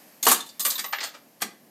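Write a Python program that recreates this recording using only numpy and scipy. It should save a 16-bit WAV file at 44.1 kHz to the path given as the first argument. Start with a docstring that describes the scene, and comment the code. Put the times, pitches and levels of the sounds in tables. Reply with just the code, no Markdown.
"""Steel levers and pawls snap over one after another as an old slot machine's open mechanism cycles.
Each impact excites dense, damped resonances; heavy blows, like the clack that trips the wound-up works,
also shake the wooden cabinet and ring the steel frame. Springs twang in free vibration, sliding metal
squeals thinly by friction, and a last stop lever drops home. A small room reverberates over faint noise."""
import sys
import numpy as np
from scipy import signal
from scipy.fft import rfft, irfft, next_fast_len
from scipy.io import wavfile
from scipy.ndimage import map_coordinates

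SR = 44100
rng = np.random.default_rng(int(sys.argv[2]) if len(sys.argv) > 2 else 0)


def digitize_waveform(pressure):
    """Quantize a signal to 16-bit integers and store it at the path in sys.argv[1].

    Rows of a 2-D input are taken as channels; values are limited to [-1, 1].
    """
    field = np.atleast_2d(pressure).T
    bounded = np.clip(field, -1, 1)
    quanta = np.round(bounded * 32767).astype(np.int16)
    wavfile.write(sys.argv[1], SR, quanta)


N = 74970
STEEL_RISE_S = 0.0016  # attack time constant of struck steel


def levers():
    """Impact excitation: each contact cracks, then chatters in a burst of dense steel resonances."""
    # impacts (time [s], level [dB], knock [dB], clank [dB], sheen [dB], decay time T60 [s]);
    # knock, clank and sheen are relative to the snap, the sheen before its boost
    contacts = [(0.2268, -31.5, -33, -8, 3.5, 0.21), (0.2524, -30.5, -2, -4.5, 6, .045),
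                (0.2656, -21.5, 3.5, 1, 1, 0.14), (0.2837, -25.5, -1, -5, 2, 0.19),
                (0.295, -28, -24, -3.5, 2, 0.26), (0.3138, -23.5, 4.5, 0.5, 6.5, 0.07),
                (.325, -34, -6, -5, 12, 0.073), (0.345, -36, -24, -17, -17, 0.15),
                (0.372, -55, -20, -3, 1, 0.072), (0.4045, -38.5, -8, -7, -2.5, 0.077),
                (0.4617, -48.5, -20, -17, 0, 0.11), (0.4893, -48, -13, -16.5, -3.5, 0.1),
                (0.5951, -33.5, -15, -11, 4.5, 0.044), (0.6024, -31, -14.5, -16, 2, 0.12),
                (0.649, -26.5, -7.5, -4, 1, 0.093), (0.661, -30.5, -3.5, -2.5, 3.5, 0.13),
                (0.7015, -26, -17.5, -20, -2, 0.089), (.716, -40.5, -6, -2, 2, 0.18),
                (0.7547, -37.5, -4, -17, -6, 0.078), (0.779, -35, -11.5, -2, -2.5, 0.15),
                (0.7912, -32.5, -14, -1.5, -0.5, 0.085), (0.841, -36, -2.5, 0, -4, 0.089),
                (0.926, -37.5, -3, 6, -4.5, 0.023), (0.931, -32, 0, 6.5, -16, 0.084),
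                (0.945, -47.5, -2, 14, -18, 0.15), (0.9838, -37.5, -5, 6, -27, 0.07),
                (1.0041, -33, -13, 1.5, -11, 0.094), (1.01, -36.5, -5, -6, -19, 0.17),
                (1.029, -33.5, -8.5, -0.5, -10, 0.18), (1.0376, -33, -3, -8, -3, 0.094),
                (1.069, -42.5, -1, -2, -25, 0.043), (1.140, -54, 5, 5.5, -5.5, 0.12),
                (1.1462, -48.5, 0, 1.5, -10, 0.1), (1.403, -54, -4, 1, -3.5, 0.083),
                (1.411, -47.5, 0.5, 3, 6.5, .06), (1.4182, -26.5, -2.5, -3.5, 0, 0.061),
                (1.424, -32, -3.5, 3, -8, 0.053)]
    # spectra of an impact's four parts, low to high (frequency [Hz], relative level [dB])
    knock = [(100, -46), (250, -24.5), (520, -6), (660, -5), (820, -5), (1250, -2), (1500, -14),
             (3000, -38)]
    clank = [(200, -53), (500, -21), (1300, -10), (1650, 3), (2200, -1.5), (2900, -2), (4500, -13.5),
             (9000, -59)]
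    snap = [(300, -62), (1000, -40), (2500, -11.5), (3400, 0.5), (4700, 2), (5800, -6.5), (8000, -14),
            (15000, -39)]
    sheen = [(3500, -56), (5500, -7.5), (6700, 0.5), (8700, 1), (10500, -2), (12700, 2), (14800, -4),
             (15600, -19)]
    sheen_boost_db, dull_below_db, dull_from_hz = 4, 3, 6400
    crack_db, crack_s = 2, 0.0036
    out, t = np.zeros(N), np.arange(2 ** 14) / SR
    for start, db, knock_db, clank_db, sheen_db, t60 in contacts:
        slope = 2.1 * min(sheen_db - dull_below_db, 0)  # dB per octave: a weak sheen is also duller
        dulled = [(hz, level + slope * max(np.log2(hz / dull_from_hz), 0)) for hz, level in sheen]
        parts = [(snap, 0), (knock, knock_db), (clank, clank_db), (dulled, sheen_db + sheen_boost_db)]
        burst = sum(amp(level) * noise(spectrum, len(t), uneven_db=3.5) for spectrum, level in parts)
        chatter = amp(wobble(700, len(t)))
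        envelope = fade(t, t60, STEEL_RISE_S, hold=0.0034)
        crack = amp(crack_db * np.exp(-t / crack_s))  # the first touch stands out
        add(out, start, amp(db) * burst * envelope * chatter * crack)
    return out


def cabinet_and_frame():
    """Modal response: under heavy blows the wooden cabinet booms briefly and the steel frame rings."""
    # heavy blows (time [s], thump level [dB], ring level [dB], tilt of the lower modes [dB/octave])
    blows = [(0.23, -45.5, -46, 3), (.267, -39, -22, -5.5), (.281, -32, -37, -11), (0.314, -44.5, -26, 1.5),
             (.597, -52.5, -43.5, 44), (.651, -47.5, -33, 43), (0.788, -49, -62, 2), (0.842, -77, -39.5, 7),
             (1.419, -38, -50.5, -12)]
    # spectrum of the cabinet's thump (frequency [Hz], relative level [dB])
    cabinet = [(30, -33), (90, -19), (125, -12), (170, -4.5), (240, 2.5), (330, -3), (450, -8.5),
               (700, -34), (2000, -60)]
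    # modes of the frame (frequency [Hz], relative level [dB], decay time T60 [s])
    frame_modes = [(449, -9, .18), (738, -9, .2), (802, -4, .15), (843, -4, .13), (910, -3, .13),
                   (1030, -8, .1), (1117, 0, .15), (1200, -2, .15), (1275, -9, .13), (1518, -18, .2),
                   (1665, -15, .2), (1703, -16, .17), (2060, -15, .2)]
    pivot_hz = 1190  # a positive tilt weakens the modes below this frequency
    out, t = np.zeros(N), np.arange(SR // 2) / SR
    for start, thump_db, ring_db, tilt in blows:
        thump = noise(cabinet, len(t)) * fade(t, t60=0.33, rise=0.0015)
        ring = np.zeros(len(t))
        for hz, db, t60 in frame_modes:
            mode_db = db + tilt * min(np.log2(hz / pivot_hz), 0) + rng.normal(0, 1.5)
            ring += amp(mode_db) * fade(t, t60, STEEL_RISE_S) * tone(hz, width_hz=9.1, size=len(t))
        add(out, start, amp(thump_db) * thump + amp(ring_db) * ring)
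    return out


def springs():
    """Damped free vibration: each plucked spring or struck lever rings at its natural frequency."""
    # ringing parts (time [s], frequency [Hz], level [dB], decay time T60 [s])
    pings = [(.228, 6613, -22, 0.066), (.228, 3488, -36, 0.2), (.2527, 4270, -25.5, .05),
             (0.2827, 12420, -12.5, 0.067), (0.314, 13200, -24, 0.096), (0.346, 3180, -26, 0.035),
             (0.346, 2920, -45, 0.31), (.4044, 3603, -30.5, 0.088), (0.4046, 4150, -29, 0.028),
             (.4907, 3570, -49.5, .12), (.4907, 4650, -39, 0.053), (0.6493, 8850, -23, 0.1),
             (0.7002, 4520, -29.5, .07), (.7552, 3646, -26, 0.042), (0.7546, 4000, -28, .04),
             (0.7912, 4780, -27, 0.063), (0.9315, 846, -29.5, 0.081), (0.9308, 1263, -25.5, 0.054),
             (1.0374, 665, -42, .12), (1.4185, 820, -32, 0.075), (1.4188, 2008, -40.5, 0.21)]
    out, t = np.zeros(N), np.arange(SR // 2) / SR
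    for start, hz, db, t60 in pings:
        add(out, start, amp(db) * tone(hz, width_hz=26, size=len(t)) * fade(t, t60, STEEL_RISE_S))
    return out


def squeal():
    """Friction-excited vibration: sliding steel sings unevenly on two close, very high modes."""
    # envelopes of the two modes (time [s], upper mode level [dB], lower mode level [dB])
    envelopes = [(0.593, -82, -69), (.602, -45, -52), (.621, -31, -41), (.64, -32.5, -54),
                 (.685, -28, -32.5), (.73, -42, -47), (.765, -40, -32.5), (.83, -43, -55), (.853, -42, -43),
                 (.897, -47, -50), (.925, -46, -37.5), (.965, -46, -56.5), (1.03, -60, -48.5),
                 (1.052, -55, -44), (1.09, -62, -50), (1.13, -87, -81)]
    upper_hz, lower_hz = 14044, 13606
    roughness, flutter_db = 0.32, 2.5
    out = np.zeros(N)
    for column, hz in enumerate((upper_hz, lower_hz), start=1):
        level_db = curve([(row[0], row[column]) for row in envelopes])
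        grip = 1 + roughness * wobble(310, N)
        out += amp(level_db) * grip * tone(hz, width_hz=18, size=N)
    return out * amp(flutter_db * wobble(100, N))


def room(sound):
    """Reverberation: convolution with a diffuse tail whose high frequencies die away soonest."""
    # decay of the room (frequency [Hz], reverberation time T60 [s])
    decay_times = [(150, 0.36), (500, 0.32), (2000, 0.31), (5000, 0.27), (10000, 0.2), (15000, 0.11)]
    hz, t, spectra = signal.stft(rng.standard_normal(SR // 2), SR, nperseg=256)
    decay = amp(-60 * t / along(decay_times, hz)[:, None])
    tail = signal.istft(spectra * decay, SR, nperseg=256)[1]
    delayed = np.pad(sound, (round(0.008 * SR), 0))  # reflections arrive 8 ms late
    return signal.fftconvolve(delayed, tail / np.linalg.norm(tail))[:N]


def background():
    """Ambient noise: a quiet broadband hiss and a low rumble, each slowly varying in level."""
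    # noise spectra (frequency [Hz], relative spectral density [dB])
    hiss = [(15, -62), (25, -42), (229, -3), (394, -9.5), (516, -1.5), (1160, -8.5), (1400, -12.5),
            (1700, -7.5), (3080, -12), (3520, -16), (4740, -11.5), (9840, -15.5), (12200, -6),
            (14400, -17.5), (16000, -38)]
    rumble = [(25, -52), (60, -32), (110, -17), (150, -4.5), (230, 0.5), (300, -0.5), (400, -8),
              (700, -6.5), (1500, -31)]
    # noise envelopes (time [s], level [dB])
    hiss_level = [(0, -53), (.22, -56), (.56, -56.5), (1.3, -60), (1.65, -60.5)]
    rumble_level = [(0, -61), (.5, -62), (1.0, -61.5), (1.2, -60), (1.55, -64), (1.65, -57)]
    return amp(curve(hiss_level)) * noise(hiss, N) + amp(curve(rumble_level)) * noise(rumble, N)


def amp(db):
    """Amplitude ratio of a level in decibels."""
    return 10 ** (np.asarray(db) / 20)


def along(points, hz):
    """Interpolation of (frequency [Hz], value) points on a logarithmic frequency axis."""
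    knots_hz, values = np.transpose(points)
    return np.interp(np.log(hz + 1), np.log(knots_hz + 1), values)


def curve(points):
    """Linear interpolation of (time [s], level [dB]) points at every sample."""
    return np.interp(np.arange(N) / SR, *np.transpose(points))


def wobble(rate, size):
    """Random modulation: a smooth curve through `rate` Gaussian values a second."""
    return map_coordinates(rng.standard_normal(size // 16), [np.arange(size) * rate / SR], mode="wrap")


def noise(spectrum, size, uneven_db=0, knot_spacing_hz=130.56):
    """Spectral shaping: coloured noise of rms 1, broken into random resonances by uneven_db."""
    hz = np.fft.rfftfreq(size, 1 / SR)
    peaks = map_coordinates(rng.standard_normal(len(hz)), [hz / knot_spacing_hz], mode="wrap")
    gain = amp(along(spectrum, hz) + uneven_db * peaks)
    shaped = irfft(rfft(rng.standard_normal(size)) * gain, size)
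    return shaped / np.sqrt(np.mean(shaped ** 2) + 1e-20)


def tone(hz, width_hz, size):
    """Line broadening: a partial of rms 1 whose frequency wanders by about width_hz."""
    cycles = np.cumsum(hz + width_hz * wobble(120, size)) / SR + rng.random()
    return np.sqrt(2) * np.sin(2 * np.pi * cycles)


def fade(t, t60, rise, hold=0):
    """Exponential damping: an envelope that rises, holds, then falls 60 dB in t60 seconds."""
    return (1 - np.exp(-t / rise)) * amp(-60 * np.maximum(t - hold, 0) / t60)


def add(track, start, sound):
    """Superposition: mix a sound into the track from `start` seconds on."""
    part = track[round(start * SR):][:len(sound)]
    part += sound[:len(part)]


def scene():
    """Superposition: high-passed clacks and rings, their reverberation, the squeal and faint noise."""
    low_cut = signal.butter(2, 160, "high", fs=SR, output="sos")
    works = signal.sosfilt(low_cut, levers() + cabinet_and_frame() + springs())
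    return (works + amp(-10.5) * room(works) + squeal() + background())[None]


def record(dry):
    """Soft saturation rounds off the highest peaks; a sharp low-pass then limits the bandwidth."""
    ceiling, hardness, top_hz = 0.72, 5, 15900
    rounded = dry / (1 + np.abs(dry / ceiling) ** hardness) ** (1 / hardness)
    size = next_fast_len(N + SR // 2)
    passband = np.fft.rfftfreq(size, 1 / SR) < top_hz
    return irfft(rfft(rounded, size) * passband, size)[..., :N]


dry = scene()
out = record(dry)
digitize_waveform(out)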